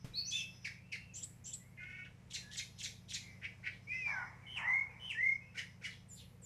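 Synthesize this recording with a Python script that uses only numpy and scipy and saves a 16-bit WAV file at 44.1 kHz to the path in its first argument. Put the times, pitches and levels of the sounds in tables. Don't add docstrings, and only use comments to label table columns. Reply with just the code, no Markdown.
import sys
import numpy as np
from scipy import signal
from scipy.fft import rfft, irfft, next_fast_len
from scipy.io import wavfile
from scipy.ndimage import map_coordinates

SR = 44100
rng = np.random.default_rng(int(sys.argv[2]) if len(sys.argv) > 2 else 0)


def generate_wav(sig):
    pcm = np.round(np.clip(np.atleast_2d(sig).T, -1, 1) * 32767).astype(np.int16)
    wavfile.write(sys.argv[1], SR, pcm)


N = 284445
MARGIN_S = .01
# t/s, syllable, level/dB, stretch in time (factor)
CALLS = [(0.134, "whee", -39, 1), (.308, "chord", -39.5, 0.97), (.639, "chip", -34, 0.91),
         (.911, "chip", -35.5, 1.05), (1.138, "tsee", -40, 1.006), (1.441, "tsee", -40.5, 1.02),
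         (1.77, "whine", -50, 0.84), (1.801, "undertone", -54, 1.14), (1.882, "undertone", -52.5, 1.16),
         (1.935, "undertone", -60, .7), (1.974, "undertone", -54, 1.02), (1.768, "flick", -60, 0.79),
         (1.833, "flick", -50.5, 0.88), (1.917, "flick", -55, 0.93), (1.969, "flick", -54, 0.78),
         (2.047, "flick", -48, 1.3), (2.303, "tick", -51.5, .6), (2.333, "chack", -43.5, 0.9),
         (2.513, "tick", -50, 1.2), (2.568, "chack", -42, 0.92), (2.783, "tick", -48, 0.87),
         (2.828, "chack", -43, 0.94), (3.086, "tick", -48.5, 0.94), (3.133, "chack", -42.5, 0.87),
         (3.416, "chup", -44, 1.04), (3.632, "chup", -42.5, 1.2), (3.69, "rasp", -70, 0.97),
         (3.873, "slur", -37, 0.95), (4.467, "swoop", -44.5, 0.99), (4.618, "rise", -31.5, 1.026),
         (4.998, "swoop", -43.5, 1.01), (5.146, "rise", -32.5, 1.04), (5.545, "churr", -39.5, 0.98),
         (5.813, "churr", -41, 0.97), (5.885, "rasp", -64, 0.9), (6.086, "seet", -50.5, 1.08),
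         (6.146, "rasp", -64.5, 1.1), (6.419, "seet", -50, 1)]


def amp(db):
    return 10 ** (np.asarray(db) / 20)


def unit(x):
    return x / np.sqrt(np.mean(x ** 2) + 1e-20)


def along(points, hz):
    f, v = np.transpose(points)
    return np.interp(np.log(hz + 1), np.log(f + 1), v)


def wobble(rate, size):
    knots = rng.standard_normal(int(size * rate / SR) + 4)
    return map_coordinates(knots, [np.arange(size) * rate / SR])


def filtered(x, response):
    m = next_fast_len(len(x) + 8192)
    spectrum = rfft(x, m) * response(np.fft.rfftfreq(m, 1 / SR))
    return irfft(spectrum, m)[:len(x)]


def noise(colour, size=N):
    return unit(filtered(rng.standard_normal(size), lambda hz: amp(along(colour, hz))))


def add(track, s, sound):
    start = max(round(s * SR), 0)
    track[start:start + len(sound)] += sound[:max(N - start, 0)]


def mockingbird():
    return sing([call for call in CALLS if call[1] != "rasp"])


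def sing(calls, treble_early_db=-8):
    syllables = { "whee": [(.003, .03, 3870, 3820, 4380, 1.7, -1, .95),
                 (.03, 0.067, 4480, 4385, 4530, 5, 4.5, .25),
                 (.112, 0.057, 5050, 6150, 6080, 2.5, -1.5, 0.9),
                 (.163, 0.018, 6090, 4800, 3300, 2, -9, 0.5)],
                 "chord": [(0, .018, 8000, 4980, 3200, 2, -4, .5),
                 (.007, .1, 3256, 3765, 3180, 2.3, 3.5, 0.19), (.016, .125, 2540, 2670, 2640, 5, 0, .7)],
                 "chip": [(.008, .023, 2700, 2250, 2040, 2.03, -1.5, 0.42),
                 (.026, .024, 2840, 1998, 1720, 2.22, -7, 0.63)],
                 "tsee": [(0, 0.0083, 6850, 6450, 5900, 1.6, -10.5, .7),
                 (.007, .078, 6240, 7430, 7560, 11, -4, .25),
                 (.089, 0.0268, 7000, 7950, 7900, 2.57, 3, 0.2),
                 (.01, 0.067, 6200, 5950, 6100, 5.1, -13.5, 0), (.012, .04, 4440, 4480, 4460, 3, -26, .3),
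                 (.015, .053, 2980, 3020, 2500, 7.3, -21, .6), (.066, 0.035, 3080, 3380, 3570, 2, -17, 0.6),
                 (.088, .022, 5640, 4210, 3480, 1.9, -16.5, .5)],
                 "whine": [(.008, .31, 2068, 2206, 2270, 3, -2, 0.1)],
                 "undertone": [(0, 0.039, 1520, 1500, 1482, 1.6, 0, 0.7)],
                 "flick": [(0.00049, .016, 3100, 2900, 940, 1.92, -5, .5)],
                 "tick": [(-.004, .048, 3500, 3836, 2080, 3, 0, 0.9),
                 (-.002, .036, 5200, 7700, 6150, 3, -9, 0.6)],
                 "chack": [(0.0003, 0.014, 8300, 5600, 3400, 1.05, -1.5, 0.4),
                 (.012, 0.0217, 4500, 3900, 3500, 1.96, 2.5, .5),
                 (.026, 0.0181, 2700, 2250, 2200, 1.95, -1, .5), (.01, .022, 7700, 6900, 4600, 2, 1, 0),
                 (0.008, .02, 1930, 1920, 2070, 2, -14, .7)],
                 "chup": [(0, 0.0235, 1950, 2200, 2300, 1.8, -1.5, 0.9),
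                 (.023, 0.0266, 2600, 2050, 2200, 2.55, 5.5, 0.3),
                 (.018, 0.027, 1600, 2700, 1420, 1.6, -6.5, 0.3),
                 (0.005, 0.0427, 1800, 2900, 4800, 1.98, -17.5, 0.47)],
                 "slur": [(0, .115, 2230, 2550, 2565, 2, -2, 0.34),
                 (.11, 0.0613, 2560, 2530, 2400, 2.2, -1.5, 0.8),
                 (.168, .1, 2400, 2300, 2120, 2.2, 3.5, 0.48),
                 (.042, .135, 2000, 2020, 1960, 2.8, -5, 0.15),
                 (.235, .17, 1800, 1430, 1440, 2.5, -2.5, .5)],
                 "swoop": [(0, .102, 2990, 3040, 3050, 4, -4.5, .65),
                 (.092, .035, 3020, 2720, 1950, 2.1, 6, .45)],
                 "rise": [(0.0039, .22, 1680, 2115, 2190, 4, 4, 0.48)],
                 "churr": [(0, 0.0227, 2800, 2200, 1600, 2.3, -12.5, 0.7),
                 (.022, 0.05, 2400, 2050, 1700, 3.15, 1.5, 0.37),
                 (0.028, 0.034, 2400, 3250, 2450, 2.5, -3.5, .55),
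                 (0, 0.02, 1400, 1640, 1620, 1.7, -14, 0.9)],
                 "seet": [(0.00023, .068, 8800, 7050, 8300, 6.2, 1, 0.69)],
                 "rasp": [(0, .08, 5600, 3300, 2500, 3, 0, 0.46)]}
    voices = { "whee": (15, -32, -24, -37, -35, 0.2, 0.5, -2),
              "chord": (6, -12, -29.5, -20, -27, 0.14, -0.5, -2.5),
              "chip": (13.5, -13, -44, -18, -27, 0.33, -0.5, 0),
              "tsee": (10, -39, -50, -20.5, -17, 0.48, 0, -7),
              "whine": (2.5, -35, -48, -34, -46, 0.13, 370, 3),
              "undertone": (8, -17, -34, -21, -49, 0.04, -2, 0),
              "flick": (9, -18, -38, -31, -40, .6, -3, 1.5),
              "tick": (15.5, -26, -26, -7.5, -29, 0.96, 0, 1.5),
              "chack": (5.5, -23, -24, -14.5, -22.5, .5, 0, 0.5),
              "chup": (11.5, -22.5, -38, -31.5, -42, 0.62, -0.5, -0.5),
              "slur": (11.5, -32.5, -44, -33.5, -45, 0.05, 1.5, -3.5),
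              "swoop": (9, -34, -23.5, -30.5, -39, 0.1347, 125.5, 2.5),
              "rise": (19.5, -48.5, -42, -43.5, -58, -0.0034, 35, -3),
              "churr": (13.5, -16, -20, -19, -31, 0.31, -0.5, 1),
              "seet": (13, -40, -53, -23, -3.5, .06, -4, -2.5),
              "rasp": (15.5, -22, -29, -11.5, -19, 0.83, 1, 8)}
    # f/Hz, level/dB
    call_colour = [(1050, -15), (1450, -1.5), (3200, -1), (4600, 0), (6000, 0.5), (7900, -2.5), (8700, -4),
                   (11500, -12), (14000, -9)]
    track = np.zeros(N)
    for s, name, db, stretch in calls:
        *voice, echo_db = voices[name]
        call, treble_noise = syrinx(syllables[name], stretch, *voice)
        add(track, s - MARGIN_S, amp(db) * call)
        add(track, s - MARGIN_S, amp(db + echo_db) * yard(call))
        add(track, s - MARGIN_S, amp(db) * yard(treble_noise, early_db=treble_early_db))
    return filtered(track, lambda hz: amp(along(call_colour, hz)))


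def syrinx(strokes, stretch, swell_db, second_db, third_db, hiss_db, treble_noise_db, roughness, buzz_hz):
    # f/Hz, relative level/dB
    hiss_colour = [(1300, -27), (2200, -8), (3200, 4.5), (4500, -2), (5600, 5), (7500, -4), (11500, -2),
                   (14000, -23)]
    # f/Hz, relative level/dB
    treble_colour = [(6000, -33), (8800, -7), (9800, 3), (11800, 2.5), (12600, -5.5), (13900, -7.5)]
    warble_hz = 50
    coupling_db = -16
    fourth_db = -4.5
    end_s = stretch * max(s + length for s, length, *_ in strokes)
    t = np.arange(-MARGIN_S, end_s + MARGIN_S, 1 / SR)

    buzz = np.sin(2 * np.pi * buzz_hz * t)
    parts = [stroke(row, t / stretch, swell_db, roughness, warble_hz * buzz) for row in strokes]
    tones, levels, pitches = map(np.array, zip(*parts))
    tone = tones.sum(axis=0)
    level = levels.sum(axis=0) + 1e-12
    shape = tone / level
    pitch = (levels * pitches).sum(axis=0) / level

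    overtones = 0
    for k, db in enumerate([second_db, third_db, third_db + fourth_db], 2):
        overtones = overtones + amp(db) * shape ** (k - 1) * (k * pitch < SR / 2)
    sidebands = amp(coupling_db) * (np.abs(shape) ** 2 - 1)
    voiced = np.real(tone * (1 + overtones + sidebands))

    hiss = amp(hiss_db) * level * noise(hiss_colour, len(t))
    treble_noise = amp(treble_noise_db) * level * noise(treble_colour, len(t))
    depth = .42 * abs(buzz_hz / 100) ** .4
    return np.exp(depth * buzz) * (voiced + hiss), treble_noise


def stroke(row, t, swell_db, roughness, warble=0, fade_s=0.0015):
    shake_rate_hz, swing_hz, flutter = 1300, 520, .45
    waver_hz, waver_rate_hz = 14, 90
    s, length, start_hz, held_hz, end_hz, sharpness, db, crest = row
    u = np.clip((t - s) / length, 0, 1)

    scoop = (start_hz - held_hz) * (1 - u) ** sharpness
    bend = (end_hz - held_hz) * u ** sharpness
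    shake = swing_hz * roughness * wobble(shake_rate_hz, len(t))
    waver = waver_hz * wobble(waver_rate_hz, len(t))
    pitch = held_hz + scoop + bend + warble + shake + waver

    off_crest = np.interp(u, [0, np.clip(crest, .01, .99), 1], [1, 0, 1])
    outside = np.maximum(s - t, 0) + np.maximum(t - s - length, 0)
    level = amp(db - swell_db * off_crest ** 2) * np.exp(-(outside / fade_s) ** 2)
    level = level * np.exp(flutter * roughness * wobble(shake_rate_hz / 2, len(t)))
    return level * np.exp(2j * np.pi * np.cumsum(pitch) / SR), level, pitch


def yard(x, early_db=3, early_t60=0.22, gap_s=0.002):
    # f/Hz, time to fall by 60 dB/s
    ring_times = [(500, 0.08), (2000, 0.33), (5000, 0.45), (8000, 0.33), (13000, 1)]
    hz, t, z = signal.stft(rng.standard_normal(SR // 2), SR, nperseg=256)
    late = amp(-60 * t / along(ring_times, hz)[:, None])
    early = amp(early_db - 60 * t / early_t60)
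    tail = signal.istft(z * (late + early), SR, nperseg=256)[1]
    tail = tail * (1 - np.exp(-(np.arange(len(tail)) / SR / gap_s) ** 2))
    return signal.fftconvolve(x, tail / np.linalg.norm(tail))


def far_rasp():
    return sing([call for call in CALLS if call[1] == "rasp"])


def far_birds(whistle_db=-2, direct=0.53, twitter_db=-3, flicker_db=3):
    # t/s, length/s, start f/Hz, held f/Hz, end f/Hz,
    # sharpness of the bends, relative level/dB, loudest point (share of the length)
    whistle_strokes = [(0.122, 0.19, 2336, 2638, 2587, 3.02, -55.5, 0.46),
                       (0.706, 0.095, 1959, 2280, 2470, 1.85, -54.5, 0),
                       (0.838, 0.3, 2620, 2780, 2560, 4, -57, 0.9),
                       (1.596, 0.12, 1940, 2140, 2194, 2.7, -65.5, 0.2),
                       (2.421, 0.12, 1760, 1653, 2006, 3.8, -55.5, 1),
                       (3.169, 0.18, 2190, 2103, 2038, 2, -55, 0.6),
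                       (3.21, 0.102, 2380, 2325, 2310, 2.2, -58, .6),
                       (4.423, .09, 2390, 2064, 2260, 2.8, -52, 0.7),
                       (4.892, 0.078, 2493, 2415, 2100, 1.97, -54, 0.4),
                       (5.41, 0.12, 2510, 2660, 2620, 2, -58, 0.1)]
    # t/s of the peak, length/s, relative level/dB
    twitter_bouts = [(.2, 0.85, -70), (0.654, 0.22, -63.5), (2.81, .1, -63.5), (3.294, 0.6, -71.5),
                     (4.1, 0.37, -62.5), (4.75, 0.41, -74), (5.257, 0.41, -67), (5.72, .12, -70),
                     (5.985, 0.18, -77.5)]
    # f/Hz, relative level/dB
    twitter_colour = [(3500, -15), (4700, -22.5), (5200, 4.5), (5500, -12.5), (5900, 0), (6700, -33),
                      (8000, -40)]
    whistles = np.zeros(N)
    for row in whistle_strokes:
        s, length = row[:2]
        t = np.arange(s - MARGIN_S, s + length + MARGIN_S, 1 / SR)
        tone = stroke(row, t, swell_db=5, roughness=.14)[0]
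        add(whistles, t[0], tone.real)
    bouts = np.zeros(N)
    for s, length, db in twitter_bouts:
        bouts += amp(db) * np.exp(-(2 * (np.arange(N) / SR - s) / length) ** 2)
    flicker = amp(twitter_db + flicker_db * wobble(25, N))
    twitter = bouts * flicker * noise(twitter_colour)
    return amp(whistle_db) * (direct * whistles + yard(whistles)[:N]) + twitter


def dog(rise_s=0.039, t60=0.43, street_db=-17, street_t60=3.7):
    # t/s, length/s, level/dB
    barks = [(4.043, 0.19, -48.5), (4.546, 0.15, -47)]
    # f/Hz, relative level/dB
    bark_colour = [(500, -27.5), (660, -13.5), (790, -3), (1030, -0.5), (1300, -11), (1700, -6.5),
                   (2200, 0.5), (2700, -42), (4500, -57)]
    level = np.zeros(N)
    for s, length, db in barks:
        t = np.maximum(np.arange(N) / SR - s, 0)
        after = np.maximum(t - length, 0)
        fade = amp(-60 * after / t60) + amp(street_db - 60 * after / street_t60)
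        level += amp(db) * (1 - np.exp(-(t / rise_s) ** 2)) * fade
    return level * noise(bark_colour)


def bump(start_s=.045, thud_db=-35, thud_hz=125, thud_t60=0.058, rustle_db=-50, rustle_t60=0.4):
    # f/Hz, relative level/dB
    rustle_colour = [(30, -2.5), (130, -7.5), (300, -15), (800, -23.5), (2000, -24.5), (6000, -31),
                     (14000, -41)]
    t = np.maximum(np.arange(N) / SR - start_s, 0)
    thud = amp(thud_db - 60 * t / thud_t60) * np.sin(2 * np.pi * thud_hz * t)
    rustle = (t > 0) * amp(rustle_db - 60 * t / rustle_t60) * noise(rustle_colour)
    return thud + rustle


def engine(cycle_hz=8.335, hum_db=1, drift=0.0016, waver_db=-1.2, rumble_db=-69):
    # multiple of the engine's cycle rate, relative level/dB
    hum_tones = [(6, -76.5), (9, -75), (11, -72.5), (12, -66), (13, -77), (15, -63.5), (19, -71),
                 (21, -72.5), (22, -70.5), (27, -76.5), (28, -85.5)]
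    turns = cycle_hz * np.cumsum(1 + drift * wobble(1.5, N)) / SR
    hum = np.zeros(N)
    for k, db in hum_tones:
        level = amp(db + waver_db * wobble(0.92, N))
        hum += level * np.sin(2 * np.pi * (round(k) * turns + rng.random()))
    rumble = noise([(30, -24.0), (70, 4.5), (110, -11.5), (185, -2.0), (260, -19.5), (500, -42)])
    return amp(hum_db) * np.sqrt(2) * hum + amp(rumble_db) * rumble


def outdoor_air(air_db=-69, swell_db=1.5, traffic_db=-80, traffic_swell_db=4, approach_db_per_s=1):
    # f/Hz, relative level/dB
    air_colour = [(20, 1), (90, 8.5), (280, 4), (370, 1), (480, 0), (700, -1.5), (1000, -4.5), (1400, -7.5),
                  (2200, -3.5), (3500, -15.5), (6000, -15), (9000, -20), (14000, -32.5)]
    rush = amp(air_db + swell_db * wobble(2.7, N)) * noise(air_colour)
    from_middle_s = (np.arange(N) - N / 2) / SR
    level_db = traffic_db + approach_db_per_s * from_middle_s + traffic_swell_db * wobble(26, N)
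    band = noise([(300, -36), (470, 6.5), (620, -5.5), (1000, -12.5), (1500, -30)])
    return rush + amp(level_db) * band


def scene():
    birds = mockingbird() + far_rasp() + far_birds()
    return (birds + dog() + bump() + engine() + outdoor_air())[None]


def record(dry, top_hz=13950):
    return np.array([filtered(channel, lambda hz: hz < top_hz) for channel in dry])


dry = scene()
out = record(dry)
generate_wav(out)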